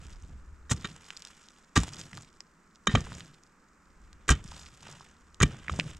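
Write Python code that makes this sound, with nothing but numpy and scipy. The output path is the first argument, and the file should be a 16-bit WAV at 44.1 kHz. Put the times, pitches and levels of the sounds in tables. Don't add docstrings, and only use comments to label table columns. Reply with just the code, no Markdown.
import sys
import numpy as np
from scipy import signal
from scipy.fft import rfft, irfft
from scipy.io import wavfile

SR = 44100
rng = np.random.default_rng(int(sys.argv[2]) if len(sys.argv) > 2 else 0)


def file_out(sig):
    cols = np.atleast_2d(sig).T
    lim = np.clip(cols, -1, 1)
    pcm = np.round(lim * 32767).astype(np.int16)
    wavfile.write(sys.argv[1], SR, pcm)


N = 264159
TIME = np.arange(N) / SR
BRIEF = TIME[:SR // 3]


def gain_of(db):
    return 10 ** (np.asarray(db) / 20)


def evened(x):
    return x / np.sqrt(np.mean(x ** 2) + 1e-20)


def read(points, hz):
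    point_hz, value = np.transpose(points)
    return np.interp(np.log(hz + 1), np.log(point_hz), value)


def add(mix, s, sound):
    part = mix[max(round(s * SR), 0):][:len(sound)]
    part += sound[:len(part)]


def coloured(x, points):
    hz = np.fft.rfftfreq(len(x), 1 / SR)
    spectrum = rfft(x) * gain_of(read(points, hz))
    return evened(irfft(spectrum, len(x)))


def shaped(texture, envelope):
    return evened(texture * envelope) * np.sqrt(np.mean(envelope ** 2))


def grains(per_s, spread_db, size):
    strength = gain_of(spread_db * np.minimum(rng.exponential(1, size), 4))
    sign = rng.choice([-1, 1], size)
    return strength * sign * (rng.random(size) < per_s / SR)


def swell(peak_s):
    u = BRIEF / peak_s
    return (u * np.exp(1 - u)) ** 2


def bump(hz, centre_hz, octaves):
    return 1 / (1 + (np.log2((hz + 1) / centre_hz) / octaves) ** 2)


# time of the peak in seconds, level in dB, half-width in seconds
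GUSTS = [(0.2, -48.5, 0.55), (2.15, -67, 0.2), (3.08, -50, .12), (4.08, -56, 0.17), (4.5, -50.5, 0.18),
         (5.95, -52.5, 0.59)]
CALM_DB = -73.5


def breeze():
    gusts = sum(gain_of(db) * np.exp(-((TIME - s) / width_s) ** 2) for s, db, width_s in GUSTS)
    return gain_of(CALM_DB) + gusts


# frequency in Hz, relative level in dB per Hz.
AIR = [(25, -2.5), (60, -15), (100, -28.5), (170, -3.5), (300, -11), (450, -15), (700, -21.5),
       (1000, -15.5), (1300, -11.5), (1800, -18), (2400, -24), (3400, -36.5), (5500, -31.5), (7800, -28.5),
       (9500, -44), (16000, -51.5)]
AIR_DB = -62.5


def hillside(apart_db=-9, drift_db=0.3):
    shared, apart = (coloured(rng.standard_normal(N), AIR) for _ in range(2))
    apart = signal.lfilter(*signal.butter(1, 500, "high", fs=SR), apart)
    windiness = np.log(breeze())
    swelling = gain_of(drift_db * evened(windiness - windiness.mean()))
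    wash = shared + gain_of(apart_db) * np.array([apart, -apart])
    return gain_of(AIR_DB) * swelling * wash


# frequency in Hz, relative level in dB per Hz.
GUST = [(10, 1.5), (30, 1.5), (75, 6.5), (130, -18), (250, -20.5), (600, -55.5), (2000, -75.5)]


def wind(apart_db=-14):
    shared, apart = (coloured(rng.standard_normal(N), GUST) for _ in range(2))
    return breeze() * (shared + gain_of(apart_db) * np.array([apart, -apart]))


def scatter(x, near_db=-15, far_db=-36, far_t60=0.54):
    wall_t60 = 0.035
    tails = []
    for db, t60 in ((near_db, wall_t60), (far_db, far_t60)):
        decaying = rng.standard_normal((2, len(BRIEF))) * gain_of(-60 * BRIEF / t60)
        tails.append(gain_of(db) * evened(decaying) / np.sqrt(len(BRIEF)))
    tail = signal.lfilter(*signal.butter(2, 600, "high", fs=SR), sum(tails))
    return signal.fftconvolve(x[None], tail, axes=1)[:, :N]


# frequency in Hz, gain in dB.
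DULLING = [(4000, 4), (7800, 3), (9500, -10.5), (12000, -13), (16000, -38)]


def click(hz, t60, octaves, size=3072, rise_s=0.00068, snap=0.79, snap_s=0.000717):
    t, bins = TIME[:size], np.fft.rfftfreq(size, 1 / SR)
    colour = bump(bins, hz, octaves) * gain_of(read(DULLING, bins))
    ringing = irfft(colour * np.exp(2j * np.pi * rng.random(len(bins))), size)
    impulse = irfft(colour * np.exp(-2j * np.pi * bins * snap_s), size)
    dying = gain_of(-60 * t / t60) * (1 - np.exp(-t / rise_s))
    return np.sqrt(snap) * shaped(impulse, dying) + np.sqrt(1 - snap) * shaped(ringing, dying)


def gravel(low_hz, high_hz, per_s, spread_db, t60, octaves=0.84, count=10):
    total = 0
    for hz in np.geomspace(low_hz, high_hz, count):
        falls = grains(per_s / count, spread_db, N)
        total = total + signal.oaconvolve(falls, click(hz, t60, octaves))[:N]
    return evened(total)


def clumps(depth_db, length_s):
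    hz = np.fft.rfftfreq(N, 1 / SR)
    slow = irfft(rfft(rng.standard_normal(N)) * np.exp(-(hz * length_s) ** 2), N)
    return evened(gain_of(depth_db * evened(slow)))


def flow(s, rise_s, run_s, t60):
    gathering = np.clip((TIME - s) / rise_s, 0, 1)
    return gathering * gain_of(-60 * np.maximum(TIME - s - rise_s - run_s, 0) / t60)


# start in seconds, rise in seconds, run in seconds, t60 of the settling in seconds,
# then the strengths in dB of the sandy hiss, the coarser crumbs and the soft clods.
SLIDES = [(0, 0.0033, 0.062, 0.81, -61, -58, -53), (0.22, 0.033, .08, .5, -75, -69, -52),
          (0.72, 0.0078, 0.19, 0.86, -59.5, -55, -52.5), (0.98, 0.094, .22, 1.7, -61.5, -58.5, -76),
          (1.769, 0.014, 0.016, 0.5, -46, -41.5, -35.5), (1.88, 0.073, 0.056, 0.94, -54, -52, -46.5),
          (2.12, 0.014, 0.065, 0.27, -60, -59, -49), (2.949, 0.015, 0.015, 0.43, -55.5, -46.5, -32.5),
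          (3.028, 0.02, 0.12, 0.65, -55.5, -51.5, -43), (3.879, 0.28, .18, 0.41, -91, -70.5, -70),
          (4.308, 0.0088, 0.0069, 0.31, -54, -42, -43), (4.418, 0.064, 0.072, 1.76, -56.5, -54.5, -54.5),
          (4.799, 0.064, 0.065, 0.78, -57, -51.5, -53.5), (5.43, 0.021, 0.023, 1.28, -58.5, -48, -45),
          (5.679, 0.01, 0.18, 0.34, -56.5, -51.5, -40.5), (5.78, 0.027, 0.12, 0.33, -61, -55.5, -46.5)]
CLOD_SETTLING = 0.79
TRICKLE_DB, TRICKLE_SPURT_DB, TRICKLE_SPURT_S = -78, 2.5, 0.047


def slides():
    power = np.zeros((3, N))
    for s, rise_s, run_s, t60, fine_db, coarse_db, heavy_db in SLIDES:
        running = flow(s, rise_s, run_s, t60)
        tumbling = flow(s, rise_s, run_s, t60 * CLOD_SETTLING)
        moving = [gain_of(fine_db) * running, gain_of(coarse_db) * running, gain_of(heavy_db) * tumbling]
        power += np.array(moving) ** 2
    power[0] += (gain_of(TRICKLE_DB) * clumps(TRICKLE_SPURT_DB, TRICKLE_SPURT_S)) ** 2
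    return np.sqrt(power)


# frequency in Hz, relative level in dB per Hz.
SAND = [(1500, -21.5), (3000, -6.5), (5000, -2), (7500, 0.5), (8500, -5), (9600, -11), (12000, -23),
        (16000, -37.5)]
CRUMBS = [(200, -5.5), (450, -1), (700, -6), (1300, 5), (2200, 2.5), (3500, 0.5), (5500, -34.5),
          (10000, -43.5)]
CLODS = [(30, -28), (80, -2), (150, 6.5), (250, -6.5), (400, -13.5), (700, -18.5), (2000, -71.5)]


def spill(sand_db=-3, chips_db=-4, pebbles_db=-5, crumbs_db=-4, lumps_db=-7, clods_db=-2):
    fine, coarse, heavy = slides()
    sand = gain_of(sand_db) * coloured(grains(per_s=4000, spread_db=-3.0, size=N), SAND)
    chips = gain_of(chips_db) * gravel(low_hz=3470, high_hz=9220, per_s=130, spread_db=2.0, t60=0.0058)
    pebbles = gain_of(pebbles_db) * gravel(low_hz=4220, high_hz=7300, per_s=22, spread_db=0.5,
                                           t60=0.01, octaves=0.4)
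    crumbs = gain_of(crumbs_db) * coloured(grains(per_s=4400, spread_db=3.5, size=N), CRUMBS)
    lumps = gain_of(lumps_db) * gravel(low_hz=656, high_hz=3130, per_s=160, spread_db=3, t60=0.016)
    clods = gain_of(clods_db) * coloured(grains(per_s=200, spread_db=0.5, size=N), CLODS)
    uneven = clumps(depth_db=2.9, length_s=0.01)
    clumped = uneven * (fine * (sand + chips) + coarse * (crumbs + lumps))
    return clumped + fine * pebbles + heavy * clods


# start in seconds, level in dB,
# pitch in Hz, spread of the ring in octaves.
STONES = [(0.067, -36.5, 6340, 0.97), (0.2235, -40, 6700, 0.26), (0.855, -26.5, 1960, 1),
          (0.8727, -28.5, 6030, 1.5), (1.1044, -24.5, 2500, 0.87), (1.167, -27.5, 4800, 0.19),
          (1.1718, -26.5, 5000, 0.83), (1.2215, -25, 5950, .77), (1.2503, -24, 5400, 0.83),
          (1.272, -30.5, 4770, 0.94), (1.486, -33.5, 4500, 0.83), (1.8392, -26, 6000, .85),
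          (1.8902, -28.5, 4000, 1.2), (1.935, -26, 5360, 0.26), (1.9935, -29, 6800, 0.86),
          (2.014, -24, 4000, 0.56), (2.131, -30, 2070, 0.61), (2.173, -27.5, 3800, 1.4),
          (2.178, -34, 1110, 0.31), (2.222, -32, 8400, 0.4), (2.4052, -24, 4970, 0.39),
          (2.4056, -41, 1500, 1.2), (2.7575, -40, 5080, 0.59), (2.9513, -12.5, 830, 0.52),
          (2.954, -19, 420, .25), (3.0067, -26.5, 6340, .56), (3.069, -34, 875, .54),
          (3.1195, -32.5, 1130, 0.53), (3.206, -29.5, 2430, 0.82), (3.4354, -39.5, 6700, .57),
          (4.1296, -38.5, 4200, 1.34), (4.441, -32, 7700, 0.46), (4.519, -37, 930, .35),
          (4.89, -36, 430, 0.28), (5.008, -41, 1010, 0.27), (5.3447, -34, 5750, 0.83),
          (5.682, -20, 1860, 0.21), (5.738, -32, 690, 0.4), (5.7912, -24, 660, 0.31),
          (5.798, -10, 2600, 0.65), (5.808, -24.5, 2260, 0.43), (5.9125, -35, 3630, .54),
          (5.948, -36.5, 3367, 1.1)]
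STONE_T60_S, STONE_HZ, STONE_RING_SLOPE = 0.0064, 4760, 0.58


def stones():
    out = np.zeros(N)
    for s, db, hz, octaves in STONES:
        t60 = STONE_T60_S * (STONE_HZ / hz) ** STONE_RING_SLOPE
        add(out, s, gain_of(db) * click(hz, t60, octaves))
    return out


def heave(hz, peak_s):
    return swell(peak_s) * np.sin(2 * np.pi * hz * BRIEF)


# start in seconds, level in dB, pitch of the heave
# in Hz, time to the peak in seconds, weight of the crust in dB, weight of the subsoil in dB.
THUDS = [(0.713, -16, 102, 0.0059, -11, -22), (0.739, -31, 93, 0.0076, -20, -20),
         (0.845, -30.5, 185, 0.004, -17, -18), (1.768, -14.5, 83.5, 0.0097, -0.5, -9),
         (1.795, -27.5, 62.5, 0.021, -25, -11.5), (2.13, -39, 156, 0.01, -14, -29),
         (2.877, -21.5, 204, 0.0076, -5, -12), (2.939, -11, 112, 0.0045, -15, -14.5),
         (2.953, -21.5, 137, 0.011, 2, -4), (2.968, -28, 90, .011, -19, -15),
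         (4.298, -11.5, 58.6, 0.015, -15, -18), (4.306, -20, 136.4, 0.011, -8.5, -4),
         (4.447, -37, 152, 0.0049, -21, -16), (5.411, -13, 93.5, 0.0057, -32, -19),
         (5.430, -12, 143.6, 0.0077, -8, -8), (5.707, -28, 74.4, 0.017, -23, -20),
         (5.790, -24, 168, 0.0023, -10.5, -28)]
# pitch in Hz, relative level in dB,
# delay in seconds, time to the peak in seconds.
CRUST = [(168, -8, 0.0056, 0.014), (238, -0.5, 0.00712, 0.0042), (372.4, -15.5, .005, 0.0043)]
# frequency in Hz, relative level in dB per Hz.
GROUND = [(20, -13.5), (50, -3.5), (90, 3), (150, -4), (260, -11), (420, -16), (700, -32), (2000, -61.5)]
SUBSOIL_HZ, SUBSOIL_PEAK_S = 49.7, 0.015


def thuds(shudder_db=-18, shudder_t60=0.34):
    out = np.zeros(N)
    for s, db, hz, peak_s, crust_db, subsoil_db in THUDS:
        dying = gain_of(shudder_db - 60 * BRIEF / shudder_t60) * (1 - np.exp(-BRIEF / peak_s))
        shudder = shaped(coloured(rng.standard_normal(len(BRIEF)), GROUND), dying)
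        sag = gain_of(subsoil_db) * heave(SUBSOIL_HZ, SUBSOIL_PEAK_S)
        add(out, s, gain_of(db) * (heave(hz, peak_s) + sag + shudder))
        for mode_hz, mode_db, delay_s, mode_peak_s in CRUST:
            add(out, s + delay_s, gain_of(db + crust_db + mode_db) * heave(mode_hz, mode_peak_s))
    return out


# start in seconds, level in dB, time to the peak in seconds,
# weight of the low-mid body in dB.
CRUNCHES = [(0.696, -35, 0.012, -17), (0.709, -28.5, 0.0089, -1), (1.754, -27.5, 0.0097, 2.5),
            (1.773, -28.5, 0.0017, 6), (1.8325, -33.5, 0.0019, -1), (1.989, -47, 0.0099, -6),
            (2.869, -33, 0.0025, -3.5), (2.885, -51.5, .04, 10), (4.279, -33.5, 0.0036, 0),
            (4.289, -22, 0.0022, -9), (4.3, -22, 0.0051, -7), (4.311, -34, 0.0074, 5.5),
            (5.419, -27.5, 0.0039, 0), (5.4286, -18, 0.0017, 2.5), (5.787, -43, 0.003, -9)]
# frequency in Hz, relative level in dB per Hz.
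SIZZLE = [(1000, -7), (3000, -12.5), (4500, -12.5), (6000, -2), (7000, 1), (8300, -5), (9500, -16),
          (12000, -27), (16000, -42)]
BODY = [(100, -1.5), (300, 5.5), (550, -11), (900, -4.5), (1300, -3), (2200, -5.5), (4000, -5.5),
        (6000, -13), (12000, -46.5)]


def crunches():
    out = np.zeros(N)
    for s, db, peak_s, body_db in CRUNCHES:
        sizzle, body = (
            shaped(coloured(grains(per_s=7600, spread_db=7.0, size=len(BRIEF)), colour), swell(peak_s))
            for colour in (SIZZLE, BODY))
        add(out, s, gain_of(db) * (sizzle + gain_of(body_db) * body))
    return out


# start in seconds, level in dB, t60 of the contact in seconds,
# brightness (low-pass cutoff) in Hz, weight of the rough crack in dB, after-ring of the pick in dB,
# pitch that the contact point favours in Hz.
KNOCKS = [(0.695, -39, 0.073, 8000, -15, -3, 3700), (0.7104, -28.5, 0.048, 4000, -6, -7, 1180),
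          (0.8447, -27.5, 0.064, 5400, -5.5, -25, 3600), (1.76, -23.5, 0.098, 5400, -7, -22, 3600),
          (1.763, -19.5, 0.079, 5560, -7, -19, 1170), (1.775, -20.5, 0.024, 3220, -3.5, -17, 1180),
          (2.8714, -8, 0.015, 6270, -13, -12.5, 1800), (2.8726, -9, .019, 8020, -13.5, -11, 3770),
          (2.8942, -30.5, 0.052, 2800, -7, -5.5, 1820), (2.953, -13, .022, 3370, 0, -14, 3100),
          (2.952, -22, 0.022, 9000, -11, -25, 6580), (2.9724, -31.5, 0.039, 2170, -2, -1, 1200),
          (4.2905, -10.5, 0.032, 3570, -11, -33, 1590), (4.3073, -23.5, 0.099, 4500, -2, -16, 3170),
          (5.4026, -19.5, 0.029, 9200, -3.5, -17, 6600), (5.4116, -17, 0.035, 2460, -4, -27, 1680),
          (5.4318, -7, 0.018, 6160, -6, -16, 2350), (5.696, -16, 0.009, 2440, -6, -30, 1350)]
# frequency in Hz, relative level in dB while pressed on stone,
# relative level in dB ringing free, free t60 in seconds.
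PICK = [(1172.5, 1.5, -1, .11), (1339, 0, -29.5, 0.055), (1602, 1, -2, .09), (1815, -1, -6, 0.25),
        (1883, 5, -16.5, .1), (2352, -0.5, -15.5, .1), (3088, -1.5, -13.5, 0.22), (3670, -7, -2.5, 0.052),
        (3835, -4, -8, 0.11), (5450, -9.5, -23.5, 0.11), (6700, 3, -21, 0.17), (7500, -16.5, -21, 0.13)]
# frequency in Hz, relative level in dB per Hz.
CRACK = [(100, -9), (400, 10), (650, -16), (950, -8.5), (1300, 9), (2000, -3), (2800, 0.5), (3700, -2),
         (4800, -11.5), (7000, -4.5), (9000, -15), (15000, -30.5)]


def knocks(modes_db=-2, rise_s=0.00072, favour_db=10, favour_octaves=0.11, detune=0.012):
    out = np.zeros(N)
    hz, pressed_db, free_db, free_t60 = np.transpose(PICK)[:, :, None]
    for s, db, t60, bright_hz, crack_db, ring_db, favoured_hz in KNOCKS:
        weight = gain_of(favour_db * (bump(hz, favoured_hz, favour_octaves) - 1.5))
        tones = weight * np.sin(2 * np.pi * (hz * BRIEF + rng.random(hz.shape)))
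        pushed_hz = hz * (1 + detune * rng.standard_normal(hz.shape))
        pushed_tones = weight * np.sin(2 * np.pi * (pushed_hz * BRIEF + rng.random(hz.shape)))
        pressed = evened((gain_of(pressed_db) * pushed_tones).sum(0))
        crack = coloured(rng.standard_normal(len(BRIEF)), CRACK)
        softness = signal.butter(2, min(bright_hz, SR / 3), fs=SR)
        contact = signal.lfilter(*softness, gain_of(modes_db) * pressed + gain_of(crack_db) * crack)
        ring = (gain_of(ring_db + free_db - 60 * BRIEF / free_t60) * tones).sum(0)
        blow = shaped(contact, gain_of(-60 * BRIEF / t60)) + ring
        add(out, s, gain_of(db) * blow * (1 - np.exp(-BRIEF / rise_s)))
    return out


def scene():
    digging = knocks() + crunches() + thuds() + stones() + spill()
    return digging + scatter(digging) + wind() + hillside()


# frequency in Hz, left minus right level in dB.
PORTS = [(150, -.2), (400, -.7), (850, -2.2), (1400, -1.6), (3800, -2), (5500, -.4), (8500, 1.8),
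         (14000, .6)]
# frequency in Hz, phase in radians by which left lags.
LAG = [(400, 0), (900, .18), (1900, .3), (3800, .68), (5700, .26), (7000, .1), (12000, .25)]
# frequency in Hz,
# depth of the phase ripple in dB relative to one radian.
APART = [(100, -31), (250, -27), (600, -23), (2000, -18), (4500, -14), (7500, -14), (12000, -6)]
CEILING = 0.85
EDGE_HZ = 16200
DETOUR_T60_S = 0.008


def record(dry):
    hz, t = np.fft.rfftfreq(N, 1 / SR), TIME[:512]
    detours = rng.standard_normal(len(t)) * gain_of(-60 * t / DETOUR_T60_S)
    ripple = gain_of(read(APART, hz)) * evened(rfft(detours, N).imag)
    half_lag = read(LAG, hz) / 2 + ripple
    half = gain_of(read(PORTS, hz) / 2) * np.exp(-1j * half_lag)
    heard = irfft(rfft(dry) * np.array([half, 1 / half]), N)
    rounded = heard / (1 + (heard / CEILING) ** 4) ** (1 / 4)
    band = signal.firwin(255, EDGE_HZ, window=("kaiser", 9), fs=SR)
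    return signal.oaconvolve(rounded, band[None], "same")


dry = scene()
out = record(dry)
file_out(out)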